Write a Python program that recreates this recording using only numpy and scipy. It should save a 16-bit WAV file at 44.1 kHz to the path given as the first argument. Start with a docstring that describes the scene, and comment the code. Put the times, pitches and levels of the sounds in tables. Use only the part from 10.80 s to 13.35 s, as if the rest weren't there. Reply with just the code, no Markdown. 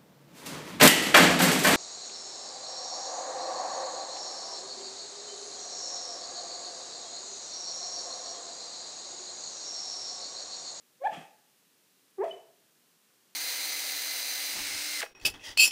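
"""A quiet room hisses steadily. At 0.2 s a dog asleep on a carpet woofs through its closed mouth:
a short, muffled, rising yelp that sets the walls ringing for half a second. The voice breaks off
into puffs of air through the nose, and the lips flap. At 1.4 s a second woof breaks off into puffs,
the nose whistles briefly, and the room rings out again."""
import sys
import numpy as np
from scipy import signal
from scipy.fft import rfft, irfft
from scipy.io import wavfile

SR = 44100
rng = np.random.default_rng(int(sys.argv[2]) if len(sys.argv) > 2 else 0)


def waveform_to_disk(signal):
    """Save audio, clipped to [-1, 1], as 16-bit WAV at the path in sys.argv[1]."""
    frames = np.transpose(np.atleast_2d(signal))
    scaled = np.clip(frames, -1, 1) * 32767
    samples = np.round(scaled).astype(np.int16)
    wavfile.write(sys.argv[1], SR, samples)


N = 112454


def amp(db):
    """Decibels to gain."""
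    return 10 ** (np.asarray(db) / 20)


def unit_rms(x):
    """Scales to rms 1."""
    return x / np.sqrt(np.mean(x ** 2) + 1e-20)


def lookup(table, hz):
    """Interpolates a table on a log-frequency axis."""
    freq_hz, value = np.transpose(table)
    return np.interp(np.log(hz + 1), np.log(freq_hz + 1), value)


def add(mix, start_s, sound):
    """Mixes a sound in at start_s."""
    part = mix[round(start_s * SR):][:len(sound)]
    part += sound[:len(part)]


def noise(spectrum):
    """Noise of a given spectral shape, rms 1."""
    gain = amp(lookup(spectrum, np.fft.rfftfreq(N, 1 / SR)))
    return unit_rms(irfft(rfft(rng.standard_normal(N)) * gain, N))


def wander(cutoff_hz):
    """Low-passed random motion, rms 1."""
    rolloff = (1 + (np.fft.rfftfreq(N, 1 / SR) / cutoff_hz) ** 2) ** 2
    return unit_rms(irfft(rfft(rng.standard_normal(N)) / rolloff, N))


def hiss():
    """Steady noise floor of the room."""
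    # hiss shape: freq_hz, density_db
    spectrum = [(30, -20.5), (90, -9), (167, -1), (300, -2), (450, -3), (570, -7), (750, -8.5), (1500, -8),
                (1830, -7.5), (2150, -10), (2700, -7.5), (8000, -10), (15000, -11.5)]
    return amp(-66.5) * noise(spectrum)


def woofs():
    """Voice through a closed mouth: strong fundamental, muffled overtones, gruff noise in the throat."""
    # voice contour per woof: time_s, pitch_hz, level_db, overtones_db, roughness
    contours = [
        [(.205, 503.5, -60, -1, 0.06), (.219, 536, -42, 0.5, 0.25), (.235, 569.5, -38, -0.5, 0.14),
         (.242, 734.9, -34, 0, 0.16), (.254, 790.6, -25.5, 2.5, 0.16), (.265, 873.5, -26.5, -4, .12),
         (.273, 857.3, -23.5, 3, 0.17), (.278, 745, -30.5, -0.5, 0.14), (.281, 689.8, -31.5, -2.5, 0.3)],
        [(1.379, 410, -61, -3.5, 0.19), (1.385, 401.3, -37, 0, 0), (1.396, 364, -30, -7.5, 0.03),
         (1.407, 393.9, -27.5, -3.5, 0.08), (1.419, 428.2, -32.5, 7, 0), (1.431, 476.5, -32.5, 4, 0.19),
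         (1.437, 562.4, -38.5, 9, 0.27), (1.442, 713, -31, -6.5, 0.31), (1.453, 601.6, -36.5, 5.5, 0.19),
         (1.463, 706.7, -39, 4.5, 0.29), (1.474, 572.4, -43.5, -4.5, 0.03)],
    ]
    # throat and muzzle response per woof: freq_hz, gain_db
    throats = [
        [(1050, -14.5), (1400, -30), (1580, -26.5), (1730, -9.5), (2000, -20), (2350, -16.5), (2700, -34),
         (3000, -25), (3350, -21.5), (3700, -29), (4200, -29), (4800, -45)],
        [(750, -16), (900, -7.5), (1150, -13), (1420, -27.5), (1700, -14), (2100, -19), (2600, -27.5),
         (3600, -43.5)],
    ]
    # low throat noise: freq_hz, density_db
    gruff_spectrum = [(400, -45), (520, -5), (680, 3), (800, -1), (1000, -44)]
    jitter_depth, jitter_hz, rasp_depth, rasp_hz = .06, 209.47, .6, 199.82
    slope_db_per_octave, gruff_db, fade_s = -10.5, -3, 0.0042
    t, out = np.arange(N) / SR, np.zeros(N)
    for contour, throat in zip(contours, throats):
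        time_s, *columns = np.transpose(contour)
        pitch_hz, level_db, overtones_db, roughness = (np.interp(t, time_s, c) for c in columns)
        jitter = 1 + jitter_depth * roughness * wander(jitter_hz)
        phase = 2 * np.pi * np.cumsum(pitch_hz * jitter) / SR
        voice = np.zeros(N)
        for k in range(1, 8):
            harmonic_db = lookup(throat, k * pitch_hz) + overtones_db + slope_db_per_octave * np.log2(k / 2)
            gain = 1 if k == 1 else amp(harmonic_db)
            rasp = 1 + rasp_depth * roughness * wander(rasp_hz)
            voice += gain * np.sin(k * phase) * rasp
        voice += amp(gruff_db) * roughness * noise(gruff_spectrum)
        outside_s = t - np.clip(t, time_s[0], time_s[-1])
        out += np.sqrt(2) * voice * amp(level_db) * np.exp(-(outside_s / fade_s) ** 2)
    return out


def room(source):
    """Dense wall reflections, each band dying at its own rate, with a few distinct echoes among them."""
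    # wall ring decay: freq_hz, t60_s
    decay_times = [(150, 0.0007), (400, 0.5947), (650, 0.5619), (850, 0.5554), (1100, 0.6488),
                   (1700, 0.6141), (3000, 0.3875), (8000, 0.7192)]
    # wall ring strength: freq_hz, gain_db
    ring_gains = [(150, -8.5), (400, -6), (520, -8), (680, -5), (850, -10), (1100, -10.5), (1700, -11),
                  (3000, -9.5), (8000, -5)]
    # floor and furniture echoes: delay_s, gain_db
    echoes = [(.012, -19.5), (.0255, -12), (.056, -18)]
    predelay_s, build_s = .007, 0.01
    hz, t, bands = signal.stft(rng.choice([-1., 1.], SR), SR, nperseg=256)
    decay_per_s = np.log(1000) / lookup(decay_times, hz)[:, None]
    envelope = np.exp(-decay_per_s * t) * np.sqrt(2 * decay_per_s / SR)
    gain = amp(lookup(ring_gains, hz))[:, None]
    tail = signal.istft(bands * envelope * gain, SR, nperseg=256)[1]
    tail *= np.clip(np.arange(len(tail)) / SR / build_s, 0, 1)
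    out = np.zeros(N)
    add(out, predelay_s, signal.fftconvolve(source, tail))
    for delay_s, gain_db in echoes:
        add(out, delay_s, amp(gain_db) * source)
    return out


def nose_puffs():
    """Air rushes through the muzzle and the resonances of the nose, swelling and dying away."""
    # puffs of air: peak_s, rise_s, fall_s, level_db, nasal_db
    puffs = [(.252, 0.0152, 0.07458, -55.5, -10), (.344, 0.024914, 0.03858, -48, -3.5),
             (0.369, 0.004, 0.03722, -60, -6), (.415, 0.01115, 0.03216, -58, -9.5),
             (1.444, 0.00642, 0.01192, -50, -14), (1.492, 0.0306, 0.06699, -55.5, -10.5)]
    # rushing air: freq_hz, density_db
    air_spectrum = [(100, -6.5), (200, 0.5), (450, 2), (800, 3), (1000, -8), (1200, 2), (1450, -5.5),
                    (1750, 0.5), (2100, -1), (2550, -2.5), (4000, -14), (5800, -14.5), (7200, -16),
                    (8500, -16), (10500, -24.5), (15000, -30)]
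    # ring of the nasal passages: freq_hz, density_db
    nasal_spectrum = [(1900, -39), (2550, -1), (2850, -9.5), (3250, -2.5), (3900, -23.5), (5000, -47.5)]
    air, nasal = noise(air_spectrum), noise(nasal_spectrum)
    t, out = np.arange(N) / SR, np.zeros(N)
    for peak_s, rise_s, fall_s, level_db, nasal_db in puffs:
        swell = np.exp(-np.maximum((peak_s - t) / rise_s, 0) ** 2)
        decay = np.exp(-np.maximum((t - peak_s) / fall_s, 0))
        out += amp(level_db) * swell * decay * (air + amp(nasal_db) * nasal)
    return out


def lip_flaps():
    """Each flap is a low, quickly damped thud."""
    # soft flaps: start_s, level_db
    flaps = [(0.315, -42.5), (0.354, -54.5), (.371, -34), (.428, -68.5)]
    # lip modes: freq_hz, gain_db, t60_s
    modes = [(175.77, 0.5, 0.05433), (259.06, -0.5, 0.039)]
    rise_s = 0.0048
    t, out = np.arange(SR // 8) / SR, np.zeros(N)
    ring = sum(amp(db - 60 * t / t60_s) * np.sin(2 * np.pi * hz * t) for hz, db, t60_s in modes)
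    thud = (1 - np.exp(-(t / rise_s) ** 2)) * ring
    for start_s, level_db in flaps:
        add(out, start_s, amp(level_db) * thud)
    return out


def nose_whistle():
    """A nostril narrows and sings one brief, pure note."""
    start_s, length_s, pitch_hz, level_db = 1.507, 0.016862, 3000, -40.5
    t, out = np.arange(0, length_s, 1 / SR), np.zeros(N)
    envelope = amp(level_db) * np.sin(np.pi * t / length_s)
    add(out, start_s, envelope * np.sqrt(2) * np.sin(2 * np.pi * pitch_hz * t))
    return out


def scene():
    """Room hiss, the dog and its reflections; mono."""
    dog = woofs() + nose_puffs() + lip_flaps() + nose_whistle()
    return (dog + room(dog) + hiss())[None]


def record(dry):
    """Microphone bass cut and treble band limit."""
    low_hz, high_hz = 109.37, 15350
    highpass = signal.butter(4, low_hz, "highpass", fs=SR, output="sos")
    lowpass = signal.firwin(511, high_hz, window=("kaiser", 9), fs=SR)
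    return signal.oaconvolve(signal.sosfilt(highpass, dry), lowpass[None], "same")


dry = scene()
out = record(dry)
waveform_to_disk(out)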